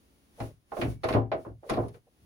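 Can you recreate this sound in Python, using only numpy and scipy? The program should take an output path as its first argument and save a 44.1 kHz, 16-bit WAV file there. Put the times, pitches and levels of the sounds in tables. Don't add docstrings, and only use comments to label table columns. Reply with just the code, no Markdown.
import sys
import numpy as np
from scipy import signal
from scipy.io import wavfile
from scipy.ndimage import uniform_filter1d

SR = 44100
rng = np.random.default_rng(int(sys.argv[2]) if len(sys.argv) > 2 else 0)


def to_wav(sig):
    pcm = np.clip(np.atleast_2d(sig), -1, 1) * 32767
    pcm = np.round(pcm).astype(np.int16)
    wavfile.write(sys.argv[1], SR, pcm.T)


N = 99269

# (time [s], hollow knock [dB], rod clink [dB], tick [dB], left-right [dB], favoured pitch [Hz])
LINKAGE_CLACKS = [(.402, -36.5, -51, -55, -2, 720), (0.7183, -35.5, -60, -78, -4.5, 820),
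                  (.7675, -36, -57, -67, -5, 640), (0.8139, -34.5, -38.5, -50.5, -1.5, 2750),
                  (1.034, -34.5, -45, -57, -3.5, 4000), (1.040, -28, -43, -48, -3, 560),
                  (1.0865, -32, -39, -45.5, -2.5, 1050), (1.126, -53, -45, -64, 7, 4500),
                  (1.135, -31, -46, -53, -6, 2186), (1.3161, -28, -43.5, -92, 1, 640),
                  (1.449, -46.5, -88, -87, -5, 1130), (1.632, -49.5, -76, -103, -4, 640),
                  (1.691, -41.5, -51, -59, 3.5, 1100), (1.696, -31.5, -41, -39.5, -1.5, 1130),
                  (1.736, -35, -48.5, -57, 1, 4300), (1.766, -37, -58.5, -63.5, -1, 4500),
                  (1.883, -66, -69, -60.5, 1, 10500), (1.943, -53.5, -64, -69.5, 1.5, 15000)]
# (time [s], floor thud [dB], contact corner [Hz], cab boom [dB])
LEVER_CLUNKS = [(0.398, -39, 198, -35), (0.406, -37.5, 620, -33.5), (.787, -31, 400, -62.5),
                (.822, -26.5, 446, -32), (0.846, -34.5, 410, -29.5), (.879, -35.5, 254, -28.5),
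                (1.044, -33, 594, -33), (1.105, -29, 594, -31.5), (1.145, -23.5, 905, -24),
                (1.163, -27, 1050, -27.5), (1.334, -34, 830, -39), (1.4629, -40.5, 640, -39.5),
                (1.5, -71, 248, -38.5), (1.5364, -67, 150, -62), (1.708, -25.5, 442, -33.5),
                (1.772, -27.5, 800, -47), (1.786, -33.5, 714, -29), (1.83, -37.5, 800, -45)]
# (frequency [Hz], third-octave level [dB])
BOOM_SPECTRUM = [(30, -46), (48, -35), (62, -12.5), (80, -17), (115, -14), (170, -17.5), (300, -34),
                 (1000, -60)]
# (frequency [Hz], left-right [dB])
STEREO_BALANCE = [(60, 0), (400, 0.9), (1200, -1), (4000, 1), (10000, 3.5), (15000, 0.5)]


def from_db(db):
    return 10 ** (np.asarray(db) / 20)


def at_hz(points, hz):
    points_hz, values = np.transpose(points)
    return np.interp(np.log(hz), np.log(points_hz), values)


def panned(db):
    return from_db(np.array([[.5], [-.5]]) * db)


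def bandpass(x, hz, ratio):
    edges_hz = np.minimum([hz / ratio, hz * ratio], .48 * SR)
    return signal.sosfilt(signal.butter(2, edges_hz, "band", fs=SR, output="sos"), x)


def swell(centre_s, half_s):
    t = np.arange(N) / SR
    return 1 / np.cosh(np.clip((t - centre_s) / half_s * np.sqrt(2), -50, 50))


def clicks(times_s, sizes):
    out = 1e-18 * rng.random((2, N))
    out[:, np.clip((times_s * SR).astype(int), 0, N - 1)] += sizes
    return out


def ring(x, hz, t60_s):
    r = np.exp(-np.log(1000) / (t60_s * SR))
    w = 2 * np.pi * hz / SR
    return signal.lfilter([0, np.sin(w)], [1, -2 * r * np.cos(w), r * r], x)


def decay(power, t60_s):
    return signal.lfilter([1], [1, -np.exp(-2 * np.log(1000) / (t60_s * SR))], power)


def cut_faint_tail(x, stop_db):
    power = np.abs(uniform_filter1d(np.mean(x * x, axis=0), size=800))
    return x * power / (power + from_db(stop_db) ** 2)


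def struck(modes, times_s, strength_at, stop_db, scatter_db=1, spread_db=3):
    out = 0
    for hz, db, t60_s in modes:
        scatter, side = rng.standard_normal((len(times_s), 2)).T
        sizes = strength_at(hz) * from_db(db + scatter_db * scatter)
        sides = panned(at_hz(STEREO_BALANCE, hz) + spread_db * side)
        ringing = ring(clicks(times_s, sizes * sides), hz, t60_s)
        out = out + cut_faint_tail(bandpass(ringing, hz, np.sqrt(2)), stop_db)
    return out


def band_noise(white, hz):
    # (frequency [Hz], left-right correlation [-1..1])
    likeness = [(60, 0.95), (125, 0.55), (300, 0.88), (600, 0.28), (1100, -0.44), (4500, -0.05),
                (10000, 0.74), (15000, 1)]
    mid, side = bandpass(white, hz, 2 ** (1 / 6))
    alike = np.clip(at_hz(likeness, hz), -.98, .98)
    noise = np.sqrt(1 + alike) * mid + np.sqrt(1 - alike) * side * np.array([[1], [-1]])
    power = uniform_filter1d(np.mean(noise * noise, axis=0), size=int(SR * (.012 + 3 / hz)))
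    levelled = noise / np.sqrt(np.abs(power) + 1e-20)
    return levelled[:, -N:] * panned(at_hz(STEREO_BALANCE, hz))


def room_power(hz):
    # (frequency [Hz], third-octave level [dB])
    spectrum = [(25, -119.5), (60, -74), (110, -83), (280, -75), (450, -82), (1000, -85.5), (5000, -83),
                (8000, -78), (10000, -82), (16000, -86.5)]
    # (time [s], gain [dB])
    level = [(.33, 2.5), (.6, -4), (1.0, -11), (1.58, -5.5), (2.03, -4.5), (2.25, 3)]
    gain_db = np.interp(np.arange(N) / SR, *np.transpose(level))
    return from_db(gain_db + at_hz(spectrum, hz)) ** 2


def rumble_power(hz, gain_db=-47.5):
    return (from_db(gain_db + at_hz(BOOM_SPECTRUM, hz)) * swell(centre_s=2.25, half_s=0.02)) ** 2


def rubbing_power(hz):
    # (time of top speed [s], level [dB], half length [s])
    strokes = [(0.437, -58, 0.05), (0.811, -53.5, 0.052), (0.904, -58, 0.036), (1.112, -55.5, 0.043),
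               (1.42, -69.5, 0.054), (1.721, -58.5, 0.041), (1.82, -67.5, 0.084), (1.954, -70, 0.028)]
    # (frequency [Hz], third-octave level [dB])
    spectrum = [(200, -5), (4500, -8), (8000, -1), (10000, -6), (16000, -12)]
    power = sum((from_db(db) * swell(time_s, half_s)) ** 2 for time_s, db, half_s in strokes)
    return power * from_db(at_hz(spectrum, hz)) ** 2


def joint_creaks(band_ratio=1.23):
    # (centre [s], length [s], pitch [Hz], level [dB])
    creaks = [(0.397, 0.03, 590, -47.5), (0.5, 0.038, 477, -57), (1.672, 0.084, 473, -49.5),
              (1.964, 0.053, 413, -55.5), (2.079, 0.026, 590, -64)]
    t = np.arange(N) / SR
    out = 0
    for centre_s, length_s, hz, db in creaks:
        gate = np.exp(-((t - centre_s) / (length_s / 2)) ** 6)
        tone = gate * bandpass(rng.standard_normal(N), hz, band_ratio)
        out = out + from_db(db) * tone * np.sqrt(np.sum(gate ** 2) / np.sum(tone ** 2))
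    return out


def contact_focus(hz, boost_db=6, width_octaves=0.25):
    octaves = np.log2(hz / np.array(LINKAGE_CLACKS)[:, -1])
    return from_db(boost_db * np.exp(-(octaves / width_octaves) ** 2))


def contact_lowpass(hz, corner_hz):
    return 1 / np.sqrt(1 + (hz / corner_hz) ** 4)


def clatter_power(hz, stop_db=-69.5, crack_db=1.5, build_s=0.0006):
    # (frequency [Hz], third-octave level [dB])
    knock_spectrum = [(60, -32.5), (280, -23.5), (420, -4.5), (680, -5.5), (860, -18), (1100, -5.5),
                      (1600, -18), (2500, -33.5), (5000, -70), (16000, -101)]
    clink_spectrum = [(400, -30), (1200, -4.5), (2200, 2), (3100, -7), (4200, -3.5), (5100, -19.5),
                      (16000, -64)]
    tick_spectrum = [(2000, -11), (4500, -3), (6000, -0.5), (8000, -3.5), (10000, -2.5), (16000, -32.5)]
    thud_spectrum = [(60, -41.5), (125, -12.5), (190, -19.5), (270, -4.5), (520, -7.5), (680, 3),
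                     (860, -10), (1100, 1), (2000, -44.5), (16000, -30)]
    # (frequency [Hz], t60 [s])
    ring_times = [(60, 0.38), (120, 0.47), (300, .25), (700, 0.21), (2000, 0.18), (5000, 0.11),
                  (10000, 0.048)]

    clack_s, knock_db, clink_db, tick_db, side_db, _ = np.transpose(LINKAGE_CLACKS)
    parts = (knock_db, knock_spectrum), (clink_db, clink_spectrum), (tick_db, tick_spectrum)
    bright = sum(from_db(db + at_hz(spectrum, hz)) ** 2 for db, spectrum in parts)
    clacks = clicks(clack_s, bright * (contact_focus(hz) * panned(side_db)) ** 2)

    clunk_s, thud_db, corner_hz, boom_db = np.transpose(LEVER_CLUNKS)
    thud = from_db(thud_db + at_hz(thud_spectrum, hz)) * contact_lowpass(hz, corner_hz)
    boom = from_db(boom_db + at_hz(BOOM_SPECTRUM, hz))
    clunks = clicks(clunk_s, thud ** 2 + boom ** 2)

    tail = decay(clacks + clunks, at_hz(ring_times, hz))
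    tail = tail * tail / (tail + from_db(stop_db) ** 2)
    crack = from_db(crack_db) ** 2 * decay(clacks, t60_s=0.0035)
    r = np.exp(-1 / (SR * (build_s / 2 + .3 / hz)))
    return signal.lfilter([(1 - r) ** 2], [1, -2 * r, r * r], np.sqrt(tail + crack)) ** 2


def linkage_clacks():
    # (frequency [Hz], level [dB], t60 [s])
    hollow_modes = [(488.8, -8, 0.25), (644.5, -9, 0.32), (740.5, -10.5, 0.15), (803.8, -8, 0.21),
                    (1061, -7, 0.12), (1127, -14, 0.16)]
    rod_modes = [(1507, -11, 0.25), (2261, -21.5, 0.48), (2400, -4.5, 0.1)]
    times_s, knock_db, clink_db, *_ = np.transpose(LINKAGE_CLACKS)
    hollow = struck(hollow_modes, times_s, lambda hz: from_db(knock_db) * contact_focus(hz),
                    stop_db=-62.5)
    rod = struck(rod_modes, times_s, lambda hz: from_db(clink_db) * contact_focus(hz), stop_db=-92)
    return hollow + rod


def lever_clunks():
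    # (frequency [Hz], level [dB], t60 [s])
    floor_modes = [(265.9, -6.5, 0.4), (297.7, -4, 0.2), (351.8, -2, 0.31), (407.4, -8, 0.4),
                   (484.3, -7.5, 0.3), (535, -15, 0.41), (629, -4.5, 0.18), (693, -1.5, 0.14),
                   (783, -11.5, 0.37), (1013, -10.5, 0.32)]
    cab_modes = [(66, -10, 0.27), (90.5, -11, 0.1), (112.2, -0.5, 0.38)]
    times_s, thud_db, corner_hz, boom_db = np.transpose(LEVER_CLUNKS)
    floor = struck(floor_modes, times_s, lambda hz: from_db(thud_db) * contact_lowpass(hz, corner_hz),
                   stop_db=-58.5)
    cab = struck(cab_modes, times_s, lambda hz: from_db(boom_db), stop_db=-52)
    return floor + cab


def scene():
    bands_hz = 10000 * 2 ** (np.arange(-26, 3) / 3)
    white = rng.standard_normal((2, 2, N + SR // 4))
    out = linkage_clacks() + lever_clunks() + joint_creaks()
    for k, hz in enumerate(bands_hz):
        power = room_power(hz) + rumble_power(hz) + rubbing_power(hz) + clatter_power(hz)
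        out = out + np.sqrt(power) * band_noise(white[k % 2], hz)
    return out


def record(dry):
    # (centre [Hz], width [Hz], gain [dB])
    mic_peaks = [(7920, 5200, -13.5), (10130, 870, 8.5), (13100, 4000, -6.5), (15300, 600, 9)]
    cutoff_hz = 15900
    for hz, width_hz, db in mic_peaks:
        band = signal.lfilter(*signal.iirpeak(hz, hz / width_hz, fs=SR), dry)
        dry = dry + (from_db(db) - 1) * band
    return signal.sosfilt(signal.ellip(12, .2, 80, cutoff_hz, fs=SR, output="sos"), dry)


dry = scene()
out = record(dry)
to_wav(out)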